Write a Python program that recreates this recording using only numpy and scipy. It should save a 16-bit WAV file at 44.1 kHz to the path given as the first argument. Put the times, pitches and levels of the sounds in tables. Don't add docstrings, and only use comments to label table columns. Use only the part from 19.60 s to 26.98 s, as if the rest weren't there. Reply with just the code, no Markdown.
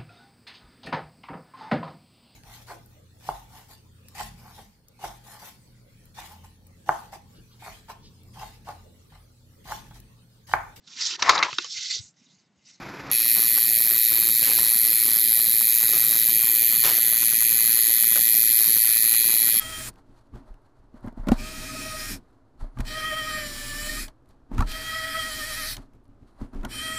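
import sys
import numpy as np
from scipy import signal
from scipy.fft import rfft, irfft, next_fast_len
from scipy.io import wavfile
from scipy.ndimage import uniform_filter1d

SR = 44100
rng = np.random.default_rng(int(sys.argv[2]) if len(sys.argv) > 2 else 0)


def field_ratio(decibels):
    return 10 ** (np.asarray(decibels, dtype=float) / 20)


def wrap_up_sound(samples):
    columns = np.atleast_2d(samples).T
    tamed = np.clip(columns, -1, 1)
    steps = np.round(tamed * 32767).astype(np.int16)
    wavfile.write(sys.argv[1], SR, steps)


N = 325458

# switch on t/s, switch off t/s, gear rattle level/dB, coasting time/s,
# bench sway level/dB as the screw seats
MOTOR_RUNS = [
    (-.1, .28, -38, .03, -52),
    (1.752, 2.52, -38, .075, -44),
    (3.238, 4.41, -38, .085, -39),
    (5.048, 6.11, -37, .075, -45),
    (7.075, 8.0, -39, .05, -46),
]


def rms_one(x):
    return x / np.sqrt(np.mean(x ** 2) + 1e-20)


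def in_time(rows):
    s, *columns = np.transpose(rows)
    return [np.interp(np.arange(N) / SR, s, column) for column in columns]


def per_run(values):
    changes = [int((run[1] + .3) * SR) for run in MOTOR_RUNS[:-1]]
    return np.repeat(values, np.diff([0, *changes, N]))


def running(spin_up_s, coast_share, lead_s=0):
    on, off, _, coast_s, _ = (per_run(column) for column in np.transpose(MOTOR_RUNS))
    t = np.arange(N) / SR
    up = 40 * np.exp(np.minimum((on - t) / spin_up_s, 3))
    down = 40 * np.clip((t + lead_s - off) / (coast_s * coast_share), 0, 3) ** 2.4
    progress = np.clip((t - on) / (off - on), 0, 1)
    return -up - down, progress


def drift(rate):
    r = np.exp(-80 * np.pi * rate / SR)
    slow = signal.lfilter([1], [1, -2 * r, r * r], rng.standard_normal(N // 40 + 2002))[2000:]
    return np.interp(np.arange(N) / 40, np.arange(len(slow)), rms_one(slow))


def swells(s, level_db, rise_s, fall_s):
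    t = np.arange(0, N + 40, 40)[:, None] / SR
    steepest = np.maximum((s - t) / rise_s, (t - s) / fall_s)
    total = field_ratio(level_db - 30 * steepest).sum(axis=1)
    return np.interp(np.arange(N) / 40, np.arange(len(total)), total)


def coloured(x, spectrum):
    size = next_fast_len(len(x))
    hz, level_db = np.transpose(spectrum)
    bin_hz = np.arange(size // 2 + 1) * SR / size
    shape = np.interp(np.log(bin_hz + 1), np.log(hz), level_db, -90, -90)
    return rms_one(irfft(rfft(x, size) * field_ratio(shape), size)[:len(x)])


def resonance(x, hz, width):
    r = np.exp(-np.pi * width / SR)
    feedback = [1, -2 * r * np.cos(2 * np.pi * hz / SR), r * r]
    return (1 - r * r) / 2 * signal.lfilter([1, 0, -1], feedback, x)


def resonant(x, peaks):
    return rms_one(sum((-1) ** k * field_ratio(db) * resonance(x, hz, width)
                       for k, (hz, width, db) in enumerate(peaks)))


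def grains(spread_db):
    return rng.standard_normal(N) * field_ratio(spread_db * np.minimum(rng.exponential(1, N), 4))


def strike(times, levels_db):
    clicks = np.zeros(N)
    clicks[(np.asarray(times) * SR).astype(int)] = field_ratio(levels_db)
    return clicks


def struck(modes, rise_s):
    t = np.arange(int(.08 * SR)) / SR
    ringing = sum(field_ratio(db - 60 * t / t60) * np.sin(2 * np.pi * hz * t) for hz, db, t60 in modes)
    return ringing * (1 - np.exp(-t / rise_s)) ** 2


def crack(clicks, t60):
    hiss = coloured(rng.standard_normal(N), [(1500, 8.5), (3000, 3), (6000, -3), (15500, -11)])
    envelope = signal.lfilter([1], [1, -field_ratio(-60 / (t60 * SR))], clicks + 1e-18)
    return hiss * uniform_filter1d(envelope, size=120, origin=20)


def whine(rattle_db):
    # t/s, mesh f/Hz, wobble/Hz, pressure on the screw level/dB
    motor_speed = [
        [(0, 648.3, 5, -1), (.2, 636, 5, -.1), (.27, 628, 3.06, -18)],
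        [(1.79, 604, 2.2, -8), (1.9, 638, 3.5, -14), (2.08, 633, 3, -12), (2.15, 631, 3, -2),
         (2.23, 630, 3, -4), (2.3, 629, 2.4, -.1), (2.4, 627, 2.4, -3), (2.48, 622, 2.4, -8),
         (2.56, 602.4, 3.5, -20)],
        [(3.27, 618, 2.4, -6), (3.4, 629, 3.4, -3), (3.58, 628, 8.1, -.1), (3.75, 620, 1.8, -1),
         (3.84, 602, 2, -3), (3.88, 590, 2, -18), (4.13, 585, 2.7, -11), (4.3, 610.4, 2.3, -11),
         (4.4, 621, 1.2, -6)],
        [(5.1, 634, 3.4, -12), (5.3, 642, 2.5, -8), (5.36, 642, 3, -1), (5.58, 642, 6, -.1),
         (5.8, 619.6, 15, -8), (6.05, 629, 16, -7), (6.12, 633, 16, -24)],
        [(7.1, 585, 3.5, -14), (7.145, 632, 3.5, -12), (7.18, 616, 3.5, -8), (7.24, 638, 5.6, -3),
         (7.38, 638.6, 1, -.1)],
    ]
    # level/dB of orders 1, 2, 3, 5, 12
    orders_db = [(-56, -49, -53.5, -43, -58), (-47, -40.5, -53, -58, -63), (-45.5, -38, -39, -43, -51),
                 (-47.5, -39.5, -38, -43, -68), (-52, -40, -44, -39, -46)]
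    orders_follow = (.65, 1.15, .62, .22, .05)
    bind_times = [0.148, 2.222, 3.632, 5.833, 7.19]
    # multiple of mesh f, level/dB under the gear rattle
    upper_orders = [(4, -16.5), (7, -23.5), (8, -15), (10, -19.5)]
    turns_hz = 9.8
    barrel_hz, barrel_width_hz = 3170, 170

    hz, wobble_hz, pressure_db = in_time([row for run in motor_speed for row in run])
    on_db, progress = running(spin_up_s=.027, coast_share=.3, lead_s=.02)
    levels_db = [per_run(db) + share * pressure_db + on_db
                 for db, share in zip(np.transpose(orders_db), orders_follow)]
    off_barrel_db = 10 * np.log10(1 + ((5 * hz - barrel_hz) / barrel_width_hz) ** 6)
    seating_fade_db = 8 * progress ** 3
    levels_db[3] = levels_db[3] - off_barrel_db - seating_fade_db
    levels_db[4] = levels_db[4] - 26 * np.clip(1 - progress / .38, 0, 1)

    bind = wobble_hz * np.cos(2 * np.pi * turns_hz * (np.arange(N) / SR - per_run(bind_times)))
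    phase = 2 * np.pi * np.cumsum(hz * (1 + 0.00196 * drift(26.02)) - bind) / SR
    clean = 0
    for k, db in zip((1, 2, 3, 5, 12), levels_db):
        level = field_ratio(db + 4.2 + 4.3 * drift(22))
        clean = clean + level * np.sin(k * phase + 0.13 * drift(22)) * (1 + 0.019 * k * drift(72))
    faint = 0
    for k, db in upper_orders:
        level = field_ratio(rattle_db + db + 3.76 * drift(6.4))
        faint = faint + level * (0.72 + drift(130)) * np.sin(k * phase)
    return clean + faint, phase, bind, pressure_db


def flaws(phase):
    angle = phase / (10 * np.pi) % 1
    patterns = rng.standard_normal((2, 350))
    patterns = patterns + field_ratio(-9) * np.tile(patterns[:, :70], 5)
    first, second = (np.interp(angle, np.arange(350) / 350, p, period=1) for p in patterns)
    blend = 1.2 * drift(4)
    return rms_one(first * np.cos(blend) + second * np.sin(blend))


def screwdriver():
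    # f/Hz, density level/dB per Hz
    teeth_spectrum = [(300, -33), (450, -7), (900, -6.5), (2000, -5), (5500, -8.5), (6400, -5),
                      (12000, -16), (15900, -18)]
    # f/Hz, width/Hz, then level/dB in each run as grip and place change
    housing_modes = [(1782, 1050, -15, -12, -3, -2.5, -1), (2460, 400, -18.5, -5, -3.5, -7, 1.5),
                     (3182, 460, -13.5, -10, .5, 1.2, 5), (4120, 1400, -10, -5, 1, 1.5, 1),
                     (4700, 350, -12, -8, -3, -3, -5), (5310, 600, -9.5, -1.5, -3, -6, 2.5),
                     (7520, 1800, -13, -22.5, -7.5, -11.5, -3), (8680, 1100, -11, -15, -8, -6.5, 0),
                     (9500, 1000, 1.5, -5.5, -1, -3, 3), (10300, 600, -3, -12, -1, -5, -1),
                     (11000, 500, -8, -14, -7, -1.5, -3), (11500, 1900, -3.5, -9.5, -1.5, -3, 3.5),
                     (13100, 1800, -4, -12, -5, -1.5, 1), (14900, 1300, -1, -12, -3.5, -6, -3)]
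    housing_gains = [(0, 0, -3, 0, 0), (0, -8, 0, 0, 0), (0, 0, -5, 3, 0), (0, 3, 0, 3, 0), (0, 0, 0, 0, 0),
                     (0, 3, -5, 4, 0), (0, 0, 3, 0, 0), (0, 0, -5, 2, 0), (0, 5, 1, 3, 0), (0, 0, 3, 0, 0),
                     (0, 0, 3, 5, 0), (0, 0, 3, 0, 0), (0, -2, -3, -3, 0), (0, -2, -4, 1, 0)]

    on_db, progress = running(spin_up_s=.016, coast_share=1)
    level_db = per_run([run[2] for run in MOTOR_RUNS]) + 2.5 * (progress - .5) + on_db
    bright_first_db, bright_last_db = .6, 6.5
    bright_db = bright_first_db + (bright_last_db - bright_first_db) * progress
    tone, phase, bind, pressure_db = whine(level_db)
    pulsing = rms_one(grains(spread_db=-0.5)) * (1 + 0.17 * np.cos(phase))
    teeth = coloured(pulsing + field_ratio(-1.0) * flaws(phase), teeth_spectrum)

    rattle = field_ratio(-2) * teeth
    stall = np.exp(-((np.arange(N) / SR - per_run([run[1] for run in MOTOR_RUNS])) / .025) ** 2)
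    shifts = [drift(3.5) for _ in range(11)]
    for k, ((hz, width, *run_db), gains_db) in enumerate(zip(housing_modes, housing_gains)):
        swell_db = 2.1 * shifts[k % 11] + per_run(gains_db) * (progress - .5)
        if 10500 < hz < 11200:
            swell_db = swell_db + .3 * bind
        if hz < 4000:
            swell_db = swell_db + .4 * (pressure_db + 6.0)
        if hz > 11200:
            swell_db = swell_db + 5 * stall
        ringing = resonance(resonance(teeth, hz, width), hz, 2 * width)
        rattle = rattle + field_ratio(per_run(run_db) + swell_db + 2.5) * ringing

    low = signal.sosfilt(signal.butter(2, 1800, fs=SR, output="sos"), rattle)
    high = signal.sosfilt(signal.butter(2, 6000, "high", fs=SR, output="sos"), rattle)
    tilted = rattle + low * (field_ratio(-bright_db) - 1) + high * (field_ratio(bright_db) - 1)
    return tone + field_ratio(level_db - 1.0 + 0.69 * drift(20)) * tilted


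def bench():
    # t/s, sway level/dB, bench top level/dB, cover level/dB,
    # time/s in which the sway dies 30 dB
    bumps = [(.02, -52, -55, -55, .4), (.33, -60, -52, -58, .2), (.5, -55, -53, -57, .25),
             (.75, -45, -39.5, -43.5, .12), (.91, -40.5, -55, -54.5, .09), (1.2, -60, -60, -60, .3),
             (1.36, -54, -58, -52, .3), (1.46, -42, -39, -48, .15), (1.6, -33, -35, -40.5, .3),
             (1.81, -45, -50, -38, .1), (1.71, -28, -22, -34, .22), (1.99, -42, -52, -54, .15),
             (2.525, -52, -54, -30, .1), (3.03, -29, -39, -42, .11), (3.2, -30, -26, -40, .22),
             (4.69, -61.5, -62, -58.5, .4), (4.94, -31, -47, -28, .2), (5.0, -24, -16.5, -32.5, .22),
             (6.19, -44, -42, -44, .15), (6.35, -58, -54, -53, .2), (6.5, -55, -53, -52, .2),
             (6.63, -58, -54, -53, .2), (6.82, -36, -34.5, -33, .1), (6.96, -35, -39, -32, .15),
             (7.0, -33, -51, -40.5, .1), (7.06, -47, -33, -35, .2)]
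    # sway, bench top and cover level/dB
    rest_db = (-78, -63, -64)
    cover_driven_db = (-45, -43.5, -44, -48, -45)
    # f/Hz, width/Hz, level/dB
    top_modes = [(60.3, 7.6, -3), (108, 31, -3.5), (125.4, 24.2, -3)]
    # f/Hz, width/Hz, level/dB
    cover_modes = [(171, 24, -9), (238, 60, -3.5), (281, 13.3, 2.5), (345.6, 46, -11)]
    rise_s, sway_hz = .045, 28.8

    s, sway_db, top_db, cover_db, dies_s = np.transpose(bumps)
    on_db, progress = running(spin_up_s=.016, coast_share=1.6)
    seating = field_ratio(per_run([run[4] for run in MOTOR_RUNS]) - 18 * (1 - progress) + on_db)
    sway = field_ratio(rest_db[0]) + seating + swells(s, sway_db, rise_s, dies_s)
    top = field_ratio(rest_db[1]) + field_ratio(-49.5 + on_db) + swells(s, top_db, rise_s, fall_s=.06)
    cover_driven = field_ratio(per_run(cover_driven_db) + on_db)
    cover = field_ratio(rest_db[2]) + cover_driven + swells(s, cover_db, rise_s, fall_s=.125)

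    sway_phase = 2 * np.pi * sway_hz * np.arange(N) / SR + 0.94 + 1.4 * drift(3.2)
    sway = field_ratio(6.5) * sway * np.sin(sway_phase)
    top = field_ratio(-1.1) * top * resonant(rng.standard_normal(N), top_modes)
    cover = field_ratio(-5.0 + 2.5 * drift(5.1)) * cover * resonant(rng.standard_normal(N), cover_modes)
    return sway + top + cover


def hands():
    # t/s, rubbing level/dB, rustle level/dB, time/s to swell 30 dB, time/s to die 30 dB
    scuffs = [(.29, -41, -52, .03, .04), (.385, -51.5, -64, .08, .05), (.58, -59, -65, .2, .17),
              (.755, -45, -60.5, .03, .13), (.88, -53, -67, .04, .2), (1.07, -63, -72, .1, .07),
              (1.17, -64, -75, .08, .1), (1.24, -64, -74, .05, .05), (1.36, -50, -66, .05, .2),
              (1.445, -43, -62, .03, .08), (1.48, -38, -59, .05, .05), (1.585, -44, -64, .05, .08),
              (1.645, -46, -68, .06, .06), (1.69, -27, -49, .045, .06), (1.73, -31, -38, .04, .1),
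              (2.57, -46, -54, .06, .04), (2.68, -64, -73, .2, .3), (3.012, -41, -49, .028, .05),
              (3.05, -48, -64, .06, .12), (3.2, -38, -49, .055, .17), (4.487, -43, -52, .03, .045),
              (4.705, -60, -63, .06, .08), (4.93, -43, -64, .04, .13), (5.01, -31, -46, .07, .1),
              (6.18, -41.5, -52, .06, .06), (6.227, -52, -60, .05, .06), (6.69, -59, -68, .09, .09),
              (6.815, -43, -60, .08, .1), (6.85, -55, -65, .05, .04), (6.935, -44, -65, .02, .17),
              (7.05, -31, -58, .04, .06)]
    hands_rest_db = (-68, -85)
    # f/Hz, density level/dB per Hz
    rub_spectrum = [(350, 0), (500, -1.5), (900, 5), (1450, -1.5), (2150, -13), (3200, -50)]
    # f/Hz, density level/dB per Hz
    rustle_spectrum = [(1500, -5.5), (2300, -7.5), (3700, -7), (4300, -1.5), (5200, -11), (9000, -12.5),
                       (13000, -17.5)]

    s, rub_db, rustle_db, rise_s, fall_s = np.transpose(scuffs)
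    rubbing = field_ratio(hands_rest_db[0]) + swells(s, rub_db, rise_s, fall_s)
    rustling = field_ratio(hands_rest_db[1]) + swells(s, rustle_db, rise_s, fall_s)
    skin = coloured(rng.standard_normal(N), rub_spectrum)
    panel_hum = field_ratio(5.5) * resonance(skin, 626, 36)
    rub = field_ratio(-8.5) * rubbing * (skin + panel_hum)
    flicker = field_ratio(2.2 * drift(40))
    rustle = field_ratio(-7.0) * flicker * rustling * coloured(grains(spread_db=2.0), rustle_spectrum)
    return rub + rustle


def clinks():
    # t/s, peak level/dB
    contacts = [(0.3396, -57), (0.8704, -70), (1.0196, -70), (1.4082, -60), (1.4321, -69), (1.4636, -52),
                (1.5279, -64), (1.5674, -64), (1.6087, -63), (1.6254, -67), (2.7112, -74), (4.4864, -55),
                (4.6069, -79), (4.6244, -74), (4.6744, -72), (4.6897, -57), (4.9182, -58), (6.3374, -68),
                (6.351, -66), (6.4378, -71), (6.4444, -69), (6.4614, -72), (6.4802, -66), (6.8064, -65),
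                (6.9304, -64)]
    # f/Hz, density level/dB per Hz
    clink_spectrum = [(3000, -12), (4300, -4), (6500, -12), (9500, 0), (12000, -2), (14500, -12)]
    # t/s, level/dB, time/s to swell 30 dB, time/s to die 30 dB
    bit_sings = [
        (3.13, -88, .15, .1),
        (6.75, -87, .15, .3),
        (6.84, -83, .15, .2),
        (6.94, -80, .06, .1),
    ]

    s, level_db = np.transpose(contacts)
    decay = field_ratio(-60 / (0.012 * SR))
    envelope = signal.lfilter([1], [1, -decay], strike(s, level_db - 4.0) + 1e-18)
    clink = coloured(rng.standard_normal(N), clink_spectrum) * uniform_filter1d(envelope, size=40)
    ring = rms_one(resonance(rng.standard_normal(N), 9620, 40)) * swells(*np.transpose(bit_sings))
    return clink + ring


def ticks():
    # t/s, peak level/dB, ring f/Hz
    bit_ticks = [(0.3576, -54, 3330), (0.7564, -51, 3320), (0.9413, -56, 2900), (1.481, -46, 3400),
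                 (3.1868, -36.5, 3100), (3.252, -36, 2500), (4.4812, -35, 3030), (4.6578, -61, 4190),
                 (4.7072, -57, 4440), (4.9462, -45, 3350), (5.0733, -36, 4230), (5.1157, -23, 4100),
                 (6.1434, -40, 1500), (6.1669, -27, 4300), (6.3335, -60.5, 5110), (6.4537, -61, 4590),
                 (6.8608, -61, 3490), (6.9466, -49, 3280), (7.011, -52, 3110), (7.0319, -43, 3440),
                 (7.0494, -25.5, 3060)]
    s, level_db, ring_hz = np.transpose(bit_ticks)
    out = crack(strike(s, level_db - 3), t60=0.015)
    t = np.arange(int(.03 * SR)) / SR
    for at, db, hz in zip((s * SR).astype(int), level_db, ring_hz):
        out[at:at + len(t)] += field_ratio(db - 11 - 60 * t / .018) * np.sin(2 * np.pi * hz * t)
    return out


def knocks():
    # t/s, shell level/dB, panel level/dB, panel f/Hz, crack level/dB
    cover_knocks = [(0.736, -47, -53, 1160, -76), (1.341, -36.5, -54, 590, -71),
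                    (1.443, -28, -40, 573, -72), (1.473, -26.5, -51, 970, -59), (1.524, -41, -50, 650, -71),
                    (1.573, -31, -44, 650, -66), (1.633, -40, -48, 630, -66), (1.67, -19, -31, 600, -47),
                    (1.685, -13.5, -30, 1400, -33), (1.691, -18, -27, 570, -63),
                    (1.717, -4.5, -20.5, 764, -32.5), (3.04, -43, -46, 616, -80),
                    (3.171, -38, -42, 1180, -61), (3.194, -24.5, -44, 980, -60),
                    (3.204, -52, -41, 635, -37), (4.914, -28.5, -41, 890, -65),
                    (4.98, -26.5, -30, 1286, -39), (4.99, -47, -31, 1420, -42),
                    (5.005, -24, -22.5, 1147, -35), (5.022, -50, -25, 1310, -44),
                    (6.804, -45, -55, 1000, -66), (6.814, -26.5, -55, 900, -63),
                    (6.932, -35, -52, 1330, -72), (7.035, -32, -42, 1357, -64),
                    (7.049, -31, -34, 1450, -60)]
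    # f/Hz, level/dB, t60/s
    shell_modes = [(237.8, 5, 0.03), (284, 10, 0.013), (178, -5, 0.015)]
    # multiple of panel f, level/dB, t60/s
    panel_modes = [(1, 3.5, 0.036), (1.37, -3, 0.022), (.72, -2.5, 0.042), (1.9, -5, 0.015)]

    s, shell_db, panel_db, panel_hz, crack_db = np.transpose(cover_knocks)
    out = crack(strike(s, crack_db + 4.5), t60=0.024)
    out += signal.fftconvolve(strike(s, shell_db + 14.5), struck(shell_modes, rise_s=0.0071))[:N]
    for at, level_db, hz in zip((s * SR).astype(int), panel_db, panel_hz):
        panel = struck([(k * hz, db, t60) for k, db, t60 in panel_modes], rise_s=0.0017)
        out[at:at + len(panel)] += field_ratio(level_db + 5.0) * panel
    return out


def scene():
    # f/Hz, density level/dB per Hz
    room_spectrum = [(20, -3.5), (52, 5), (80, -10.5), (120, -3.5), (165, -19), (290, -1), (420, -9.5),
                     (700, -12.5), (1350, -17.5), (2100, -33.5), (4000, -36.5), (12800, -48)]
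    room = field_ratio(-63.5) * coloured(rng.standard_normal(N), room_spectrum)
    mono = screwdriver() + bench() + hands() + clinks() + ticks() + knocks() + room
    return np.array([mono, mono])


def band_limit(x):
    return signal.sosfilt(signal.butter(12, 16810, fs=SR, output="sos"), x)


def record(dry):
    cut = signal.sosfilt(signal.cheby2(20, 80, 16050, fs=SR, output="sos"), dry)
    mix = cut + .0008
    return band_limit(mix)


dry = scene()
out = record(dry)
wrap_up_sound(out)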